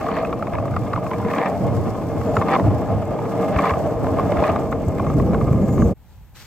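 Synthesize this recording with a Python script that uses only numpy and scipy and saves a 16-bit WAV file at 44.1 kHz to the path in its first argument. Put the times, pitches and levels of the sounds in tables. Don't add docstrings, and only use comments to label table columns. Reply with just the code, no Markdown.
import sys
import numpy as np
from scipy import signal
from scipy.fft import rfft, irfft, next_fast_len
from scipy.io import wavfile

SR = 44100
rng = np.random.default_rng(int(sys.argv[2]) if len(sys.argv) > 2 else 0)


def wrap_up_sound(samples):
    columns = np.atleast_2d(samples).T
    tamed = np.clip(columns, -1, 1)
    steps = np.round(tamed * 32767).astype(np.int16)
    wavfile.write(sys.argv[1], SR, steps)


N = 284886
TIME_S = np.arange(N) / SR
RIDE_END_S = 5.925


def from_db(db):
    return 10 ** (np.asarray(db) / 20)


def rms_one(x):
    return x / np.sqrt(np.mean(x ** 2) + 1e-20)


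def in_time(rows):
    knots_s, *columns = np.transpose(rows)
    return [np.interp(TIME_S, knots_s, column) for column in columns]


def gain_at(points, hz):
    knots_hz, db = np.transpose(points)
    return from_db(np.interp(np.log(np.maximum(hz, 1)), np.log(knots_hz), db))


def colour(x, points):
    size = next_fast_len(N, real=True)
    gain = gain_at(points, np.fft.rfftfreq(size, 1 / SR))
    return irfft(rfft(x, size) * gain, size)[..., :N]


def drift(per_s):
    knots = rng.standard_normal(4000)
    return rms_one(np.interp(TIME_S * per_s, np.arange(len(knots)), knots))


def resonate(x, hz, width_hz):
    r = np.exp(-np.pi * width_hz / SR)
    zeros = [(1 - r * r) / 2, 0, (r * r - 1) / 2]
    poles = [1, -2 * r * np.cos(2 * np.pi * hz / SR), r * r]
    section = zeros + poles
    tiny = 1e-18 * (np.arange(x.shape[-1]) % 3)
    return signal.sosfilt([section, section], x + tiny)


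def strike(times, peak_db, hz, width_hz):
    clicks = np.zeros(N)
    clicks[np.clip(np.round(times * SR).astype(int), 0, N - 1)] = from_db(peak_db)
    return resonate(clicks, hz, width_hz) * np.e * SR / (2 * np.pi * width_hz)


def struck(contact, hz, width_hz, level_db):
    ring = resonate(contact, hz, width_hz)
    return ring / np.abs(ring).max(axis=-1, keepdims=True) * np.sqrt(2) * from_db(level_db)


def grains(per_s, spread_db, smooth):
    size_db = spread_db * np.minimum(rng.exponential(1, (2, N)), 4)
    sizes = from_db(size_db) * rng.choice([-1, 1], (2, N))
    impacts = rms_one(sizes * (rng.random((2, N)) < per_s / SR))
    return rms_one(impacts + smooth * rng.standard_normal((2, N)))


def air(spectrum, flutter_db, per_s):
    noise = colour(rng.standard_normal((2, N)), spectrum)
    return rms_one(noise * from_db(flutter_db * drift(per_s)))


# frequency in Hz, relative density in dB per Hz.
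LAWN_COLOUR = [(20, -16), (50, 7.5), (80, 5.5), (110, 3.5), (200, -8.5), (400, -21), (520, -18.5),
               (620, -22), (850, -15.5), (1150, -26), (1600, -27), (2700, -31.5), (5000, -42.5),
               (15000, -33)]


def lawn_air():
    return air(LAWN_COLOUR, flutter_db=1.0, per_s=8.7) * from_db(-46)


# time in seconds, level in dB.
RUSTLE_LEVEL = [(5.95, -80), (6.12, -63), (6.22, -70), (6.335, -72), (6.358, -47), (6.385, -48),
                (6.415, -44), (6.435, -49), (6.46, -50)]
# frequency in Hz, filter gain in dB.
LEAF_COLOUR = [(300, -8), (900, -4), (1700, -1.5), (3000, -5.5), (6000, -8.5), (9000, -12), (15000, -15)]


def leaves():
    crackle = colour(grains(per_s=2400, spread_db=2.5, smooth=0.67), LEAF_COLOUR)
    return rms_one(crackle) * from_db(in_time(RUSTLE_LEVEL)[0])


# start in seconds, length in seconds, start pitch in Hz, end pitch in Hz,
# mid rms level in dB at the loudest, octave overtone in dB against the fundamental.
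BIRD_WHISTLES = [(2.25, .08, 7300, 7100, -60, -30), (2.335, .075, 7100, 6850, -55, -30),
                 (5.06, .05, 6400, 6550, -58, -30), (5.25, .055, 6150, 5000, -62, 1),
                 (5.61, .06, 7100, 6900, -59, -30), (5.68, .1, 6900, 6550, -55, -30),
                 (5.785, .08, 6600, 6480, -52, -30)]


def birds():
    out, waver_hz = np.zeros(N), 55 * drift(600)
    for start_s, length_s, from_hz, to_hz, level_db, octave_db in BIRD_WHISTLES:
        u = np.clip((TIME_S - start_s) / length_s, 0, 1)
        pitch_hz = from_hz + (to_hz - from_hz) * u ** 2 + waver_hz
        phase = 2 * np.pi * np.cumsum(pitch_hz) / SR
        tone = np.sin(phase) + from_db(octave_db) * np.sin(2 * phase)
        swell = 2 * np.sqrt(2 * u * (1 - u))
        out += from_db(level_db) * swell * tone
    return out * [[1], [.5]]


# frequency in Hz, relative density in dB per Hz.
RUMBLE_COLOUR = [(20, -38), (45, -6.5), (85, -2.5), (140, -2), (220, -4.5), (330, -12), (550, -12.5),
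                 (1200, -65.5), (4000, -69.5)]
# time in seconds, mid level in dB.
RUMBLE_LEVEL = [(0, -32), (.7, -32.5), (1.4, -47), (2.0, -29.5), (3.4, -38.5), (3.56, -42), (3.7, -37),
                (4.3, -32.5), (4.7, -26), (5.05, -22), (5.18, -17), (5.5, -17.5), (5.9, -16.5)]


def road_rumble():
    noise = air(RUMBLE_COLOUR, flutter_db=0.95, per_s=30)
    return noise * from_db(in_time(RUMBLE_LEVEL)[0]) * from_db([[0], [-6]])


# frequency in Hz, basic width in Hz, relative drive in dB.
BEARING_MODES = [(6550, 410, 2), (7030, 540, 4), (7600, 260, 7.5), (13400, 710, 2)]
# time in seconds, level in dB, before random flutter.
JINGLE_LEVEL = [(0, -82), (2.7, -74), (3.05, -70), (3.4, -72), (4.6, -66), (5.5, -65), (5.75, -56),
                (5.9, -60)]
# time in seconds, added peak level in dB.
JINGLE_FLURRIES = [(2.812, -54), (2.876, -60), (3.055, -52), (3.078, -56), (3.183, -66), (3.237, -60),
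                   (3.421, -58), (3.717, -54), (3.791, -56), (3.911, -58), (4.09, -56), (4.281, -53),
                   (4.601, -52), (4.715, -52), (4.821, -59), (4.886, -48), (4.952, -55), (4.985, -57),
                   (5.141, -53), (5.424, -54), (5.53, -51), (5.683, -52), (5.886, -58)]
FLURRY_S = 0.0045


def bearings():
    level = from_db(in_time(JINGLE_LEVEL)[0] + 2.0 * drift(45))
    for jolt_s, peak_db in JINGLE_FLURRIES:
        level = level + from_db(peak_db) / (1 + ((TIME_S - jolt_s) / FLURRY_S) ** 2) ** 2
    ticks = grains(per_s=900, spread_db=1.5, smooth=.4)
    rings = sum(resonate(ticks * from_db(db), hz, width_hz * 2.0) for hz, width_hz, db in BEARING_MODES)
    return rms_one(rings) * level


# frequency in Hz, filter gain in dB.
HISS_COLOUR = [(1500, 11.5), (3000, -0.5), (4500, 7.5), (5600, 7.5), (7300, 7), (9000, 6.5), (10000, 3.5),
               (11100, 11), (12400, 0), (14300, 2.5), (15500, 4.5)]
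# time in seconds, level in dB.
HISS_LEVEL = [(0, -52), (0.65, -56), (1.0, -54.5), (1.4, -50.5), (2.2, -52), (2.45, -48), (2.95, -54.5),
              (3.3, -53.5), (3.68, -48.5), (3.9, -52), (4.4, -50.5), (4.7, -54), (5.6, -53), (5.8, -52),
              (5.9, -53)]


def tread_hiss():
    bursts = 1.0 * (rng.random(N) < 35 / SR)
    decay = np.exp(-1 / (0.0052 * SR))
    spurts = signal.lfilter([1], [1, -decay], bursts + 1e-18)
    grit = grains(per_s=1700, spread_db=1.0, smooth=1.7) * (1 + spurts) * from_db(1.3 * drift(35))
    return rms_one(colour(grit, HISS_COLOUR)) * from_db(in_time(HISS_LEVEL)[0])


# time in seconds, level in dB, pitch in Hz.
WHEEL_RING_CURVE = [(0, -35, 645), (.24, -26, 650), (.38, -40, 664), (.55, -25, 617), (.75, -39, 630),
                    (1.2, -42.5, 630), (1.55, -30, 598), (1.9, -44, 600), (3.3, -43, 624), (4.05, -31, 588),
                    (4.3, -28, 613), (4.45, -26.5, 650), (4.6, -35, 657), (5.9, -40, 610)]
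WHEEL_RING_WIDTH_HZ = 107


def wheels():
    level_db, hz = in_time(WHEEL_RING_CURVE)
    pole = np.exp(-np.pi * WHEEL_RING_WIDTH_HZ / SR)
    turn = np.exp(2j * np.pi * np.cumsum(hz) / SR)
    knocks = grains(per_s=120, spread_db=2.5, smooth=0.24) * turn.conj()
    ring = turn * signal.lfilter([1], [1, -2 * pole, pole * pole], knocks)
    return rms_one(ring.real) * from_db(level_db)


# start in seconds, loudest moment in seconds,
# end in seconds, sole level in dB, wheel scrub drive in dB, crushed grit level in dB.
SCRAPE_EVENTS = [(-.08, 0.2, 0.26, -36, -45.5, -41), (1.24, 1.426, 1.53, -25, -40.5, -44),
                 (2.447, 2.55, 2.565, -21.5, -30.5, -40), (3.47, 3.693, 3.73, -30, -37, -38),
                 (4.3, 4.465, 4.58, -31, -41, -45)]


def stroke(level_db):
    shapes = [np.interp(TIME_S, np.sort(row[:3]), [0, 1, 0]) for row in SCRAPE_EVENTS]
    return sum(from_db(db) * shape for db, shape in zip(level_db, shapes))


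def near_scrapes(lead_s, width_s):
    return sum(np.exp(-((TIME_S - row[1] + lead_s) / width_s) ** 2) for row in SCRAPE_EVENTS)


# frequency in Hz, filter gain in dB.
SOLE_COLOUR = [(200, -20), (400, -15), (520, 16.5), (620, 1), (800, 12), (1100, 7), (1450, -3.5),
               (1800, 6.5), (2400, -4.5), (3000, -20), (3600, -18), (4300, -36), (7000, -46), (14000, -64)]
# frequency in Hz, filter gain in dB.
GRIT_COLOUR = [(900, 32), (1800, 15), (2600, 14), (3700, 12), (4600, 20), (5400, -40), (12000, -24)]


def scrapes():
    _, _, _, sole_db, _, grit_db = np.transpose(SCRAPE_EVENTS)
    slips = grains(per_s=330, spread_db=2.2, smooth=.18) * from_db(3.0 * drift(130))
    cracks = grains(per_s=110, spread_db=1.6, smooth=.08)
    sole = rms_one(colour(slips, SOLE_COLOUR)) * stroke(sole_db)
    grit = rms_one(colour(cracks, GRIT_COLOUR)) * stroke(grit_db)
    return sole + grit


# time in seconds, drive in dB, before swing, unloading and trim.
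BOOM_DRIVE = [(0, -40), (.3, -36.5), (.5, -25.5), (.8, -23), (1.03, -27.5), (1.17, -22.5), (1.4, -35.5),
              (1.69, -19), (2.03, -29.5), (2.2, -21.5), (2.5, -35), (2.66, -16.5), (2.82, -22), (3.45, -30),
              (3.8, -25), (4.25, -24.5), (4.65, -31), (5.1, -45)]
# time in seconds, peak level in dB,
# pitch in Hz.
LOW_THUMPS = [(1.245, -18, 201), (1.6, -17.5, 192), (2.171, -19, 94), (2.378, -12, 95), (2.646, -11.5, 93),
              (2.675, -7.5, 98.3), (3.1, -28, 55), (3.558, -13, 65), (3.716, -15.5, 84), (3.956, -24, 55),
              (4.116, -16.5, 92), (4.236, -16, 92.5), (4.383, -14.5, 75), (4.506, -16, 91.5),
              (4.872, -13, 86.5), (5.19, -13, 88.5), (5.295, -11.5, 206), (5.505, -10.5, 111),
              (5.63, -10.5, 200), (5.845, -11.5, 71)]
DECK_HZ, DECK_WIDTH_HZ, THUMP_WIDTH_HZ = 104, 54, 41
BOUNCE_SWING_DB, BOUNCES_PER_S = 2.5, 18
UNLOAD_DB, UNLOAD_S = 25, 0.043


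def deck():
    swing_db = BOUNCE_SWING_DB * drift(BOUNCES_PER_S)
    unload_db = UNLOAD_DB * near_scrapes(0, UNLOAD_S)
    boom_db = in_time(BOOM_DRIVE)[0] + swing_db - unload_db - 4.5
    boom = rms_one(resonate(rng.standard_normal((2, N)), DECK_HZ, DECK_WIDTH_HZ)) * from_db(boom_db)
    thumps = sum(strike(s, peak_db, hz, THUMP_WIDTH_HZ) for s, peak_db, hz in LOW_THUMPS)
    return boom + thumps * [[1], [0]]


# time in seconds, stones per second.
PEBBLE_DENSITY = [(0, 70), (.27, 70), (.33, 22), (1.45, 30), (1.55, 5), (6, 8)]
PEBBLE_DB, PEBBLE_SPREAD_DB, PEBBLE_CRACK_DB = -30, 9, -5


def pebbles(count=80):
    met = np.cumsum(in_time(PEBBLE_DENSITY)[0]) / SR
    times = np.interp(np.arange(count) + rng.random(count), met, TIME_S)
    ring_db = PEBBLE_DB - PEBBLE_SPREAD_DB * rng.random(count)
    ring_hz = rng.uniform(1000, 1240, count)
    return np.column_stack([times, ring_db, ring_hz, ring_db + PEBBLE_CRACK_DB])


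# frequency in Hz, width in Hz when rolling,
# relative drive in dB when rolling, when chattering, when struck.
BOARD_MODES = [(189.5, 121.4, -3, -12, -40), (265.2, 102, -6, 0.5, -10), (466.4, 45, -4.5, -11, -12.5),
               (606.6, 190, -1.5, -15, -33.5), (778.8, 47, -14.5, 8.5, -12), (1035, 118, -15.5, 6.5, -51),
               (1209.3, 66, -41, 7, -32), (1657, 141, -69, -4, -8), (2132, 62, -49, -5.5, -14),
               (2370, 118, -38.5, -12.5, -14.5), (2560, 640, -63.5, -8, -25.5),
               (3470, 210, -45, -17, -24.5), (3870, 1800, -48, -23, -25.5)]
# time in seconds,
# leading ring in dB (mid rms at its loudest), ring pitch in Hz, drive of the bright part in dB.
WHEEL_CLACKS = [(0.0144, -28, 1110, -30), (0.0298, -39, 1230, -40), (0.0447, -20, 615, -50),
                (0.0671, -21, 1100, -24), (0.0879, -19.5, 1120, -35), (0.1166, -22.5, 1090, -28),
                (0.1562, -43, 1180, -32), (0.1684, -24, 1160, -18), (0.1799, -34, 1120, -31),
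                (0.1874, -23, 1050, -26), (0.2002, -35, 1080, -28), (0.2332, -27, 1190, -36),
                (0.272, -40, 1110, -31), (0.2506, -23, 1140, -23), (0.2954, -24, 567, -38),
                (0.33, -21, 1170, -26.5), (0.4265, -20, 1235, -28), (0.4721, -29.5, 1100, -26),
                (0.5366, -29.5, 1220, -24), (0.5452, -24.5, 1020, -37), (0.5534, -24, 890, -23),
                (0.5858, -20, 1100, -29), (0.6558, -27, 1140, -35), (0.7666, -17.5, 1145, -26),
                (0.9359, -17.5, 1160, -23), (0.9621, -18.5, 1190, -24), (0.9775, -20.5, 990, -42),
                (1.0678, -24, 1050, -30), (1.1154, -19, 1030, -28), (1.1355, -29, 980, -24.5),
                (1.2031, -25, 1040, -43), (1.25, -23, 1020, -25.5), (1.2868, -24, 970, -27),
                (1.3137, -31, 1120, -27), (1.3372, -21, 1160, -24), (1.3649, -25, 1110, -26),
                (1.3855, -20, 1114, -17.5), (1.4329, -35, 1020, -24), (1.4616, -17.5, 1060, -19.5),
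                (2.2156, -27, 1100, -33), (2.3704, -10.5, 1230, -19.5), (2.4157, -17, 1120, -26),
                (2.4226, -17, 1130, -24), (2.4864, -17, 1040, -22), (2.5386, -13, 1110, -20),
                (2.5507, -19, 940, -25), (2.5632, -15, 1060, -19), (2.5986, -18, 990, -25),
                (3.1905, -25, 930, -31), (3.2199, -33, 585, -50), (3.5633, -23, 1120, -18),
                (3.5895, -17, 1066, -15.5), (3.5935, -17, 1100, -20), (3.604, -30, 1090, -35),
                (3.637, -30, 1090, -36), (3.6439, -15.5, 1090, -33), (3.6574, -16.5, 1180, -20),
                (3.67, -20, 1110, -29), (3.696, -27, 1110, -17), (3.702, -16, 1060, -31),
                (3.708, -14, 1014, -17), (3.739, -20.5, 1144, -23), (4.0161, -27, 582, -54),
                (4.0464, -21.5, 640, -48), (4.0701, -19, 590, -48), (4.187, -18, 1110, -27.5),
                (4.1969, -14.5, 1094, -27), (4.322, -14, 584, -22), (4.372, -23, 1210, -25),
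                (4.4055, -22, 630, -50), (4.4278, -12.5, 630, -40), (4.441, -17.5, 1080, -17.5),
                (4.4808, -22, 1130, -18), (4.494, -14.5, 623, -38), (4.4988, -22.5, 1220, -19),
                (4.562, -19, 1140, -23), (4.5924, -21.5, 590, -44), (4.7213, -24, 1060, -36),
                (4.7277, -18.5, 1142, -23), (4.9852, -31, 1110, -28), (4.999, -19, 1100, -30),
                (5.0678, -22.5, 1120, -30), (5.1016, -23, 1200, -32), (5.2001, -23, 1090, -28),
                (5.3359, -26, 1110, -31), (5.3468, -22.5, 1080, -28), (5.4138, -21.5, 1130, -31),
                (5.4839, -30, 1110, -31), (5.5305, -29.5, 1110, -33), (5.7809, -25.5, 1130, -36),
                (5.8234, -24.5, 1130, -43)]
CONTACT_S, SWELL_S = 0.0019, 0.00155
SCATTER_DB, SCATTER_T60_S = -20, .07
RING_WIDTH_HZ, DETUNE = 170, 0.074


def clacks():
    lead, size = SR // 200, SR // 12
    t = (np.arange(size) - lead) / SR
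    scatter = (t > 0) * from_db(SCATTER_DB - 60 * t / SCATTER_T60_S)
    envelope = np.exp(-(t / CONTACT_S) ** 2) + scatter
    out = np.zeros((2, N + size))
    for hit_s, ring_db, ring_hz, bright_db in np.vstack([WHEEL_CLACKS, pebbles()]):
        contact = envelope * rng.standard_normal((2, size))
        shifts = 1 + DETUNE * rng.standard_normal(len(BOARD_MODES))
        blow = struck(contact, ring_hz, RING_WIDTH_HZ, ring_db)
        blow += struck(contact, hz=6100, width_hz=12000, level_db=bright_db - 36)
        for (hz, width_hz, _, _, struck_db), shift in zip(BOARD_MODES, shifts):
            drive_db = ring_db if hz < 1450 else bright_db
            blow += struck(contact, hz * shift, width_hz * 2.17, drive_db + struck_db)
        start = int(np.clip((hit_s - SWELL_S) * SR, 0, N))
        out[:, start:start + size] += blow
    return out[:, lead:lead + N] * from_db([[0], [-3]])


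# time in seconds, drive in dB, before trim and random flutter.
ROAR_DRIVE = [(0, -25.0), (0.2, -24.5), (0.4, -28), (1.05, -25.5), (1.3, -23.5), (1.55, -22), (1.8, -23),
              (2.05, -25), (2.55, -17.5), (2.85, -23), (3.3, -22.5), (3.55, -20), (3.9, -22.5), (4.42, -19),
              (4.7, -25), (5.2, -25.5), (5.9, -28)]
CHATTER_DB, CHATTER_FOLLOWS = -52.5, 0.086
LEAN_DB, LEAN_S, LEAN_LEAD_S = 5.5, 0.23, 0.16


def rolling():
    roar_db = in_time(ROAR_DRIVE)[0]
    lean_db = LEAN_DB * near_scrapes(LEAN_LEAD_S, LEAN_S)
    chatter_db = CHATTER_DB + CHATTER_FOLLOWS * (roar_db - roar_db.mean()) + lean_db
    fine = grains(per_s=2500, spread_db=1.0, smooth=0.61) * from_db(roar_db - 3.5 + 1.68 * drift(70))
    coarse = grains(per_s=250, spread_db=4.5, smooth=0.94) * from_db(chatter_db + 2.0 * drift(60))
    scrub_db = np.array(SCRAPE_EVENTS)[:, 4]
    coarse = coarse + grains(per_s=520, spread_db=2.5, smooth=0.67) * stroke(scrub_db)
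    unloaded = from_db(-4 * near_scrapes(0, 0.04))
    out = 0
    for hz, width_hz, roll_db, coarse_db, _ in BOARD_MODES:
        unit_power = np.sqrt(2 * SR / (np.pi * width_hz))
        loading = from_db(1.3 * drift(6))
        if hz < 400:
            loading = loading * unloaded
        drive = fine * from_db(roll_db) + coarse * from_db(coarse_db)
        out = out + unit_power * resonate(drive * loading, hz, width_hz)
    return out


# frequency in Hz, gain of the side signal in dB.
SIDE_GAIN = [(60, -3.5), (200, -7.5), (380, -12.5), (700, -12.5), (1290, -22), (2380, -10), (3300, -1),
             (4500, 0), (5400, -7.5), (6800, -1.5), (8100, -5.5), (9400, -3), (10000, -50.5), (11900, 3),
             (13000, -23), (15500, -10)]
# frequency in Hz, left minus right in dB.
LEFT_OVER_RIGHT = [(60, 0), (200, -1.5), (380, 3.5), (700, -1), (1290, 1), (2380, 0), (4000, 2.5),
                   (5500, 10.5), (7300, -0.5), (9000, -1), (10000, -2), (15000, 1.5)]
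# frequency in Hz, lag of the right channel in radians.
RIGHT_LAG = [(0, 0), (2300, .05), (3000, .7), (4500, 1.5), (5800, 1.9), (7400, 0), (8400, -1.1),
             (9900, -3.1), (10700, -3.2), (12400, -6.28), (14400, -6.28), (15800, -9)]


def to_stereo(mid_side):
    mid, side = mid_side[0], colour(mid_side[1], SIDE_GAIN)
    left = colour(mid + side, [(hz, db / 2) for hz, db in LEFT_OVER_RIGHT])
    right = colour(mid - side, [(hz, -db / 2) for hz, db in LEFT_OVER_RIGHT])
    size = next_fast_len(N, real=True)
    lag = np.interp(np.fft.rfftfreq(size, 1 / SR), *np.transpose(RIGHT_LAG))
    lagged = irfft(rfft(right, size) * np.exp(-1j * lag), size)[:N]
    return np.array([left, lagged])


def scene():
    lawn = lawn_air() + leaves()
    ride = birds() + road_rumble() + bearings() + tread_hiss() + wheels()
    ride = ride + scrapes() + deck() + clacks() + rolling()
    riding = np.clip((RIDE_END_S - TIME_S) / 0.03 + .5, 0, 1)
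    settled = np.clip((TIME_S - RIDE_END_S) / 0.05, 0, 1)
    return to_stereo(ride * riding + lawn * settled)


def record(dry):
    rounded = dry / (1 + (dry / .8) ** 6) ** (1 / 6)
    low_pass = signal.ellip(10, .2, 80, 15800, fs=SR, output="sos")
    return signal.sosfilt(low_pass, rounded)


dry = scene()
out = record(dry)
wrap_up_sound(out)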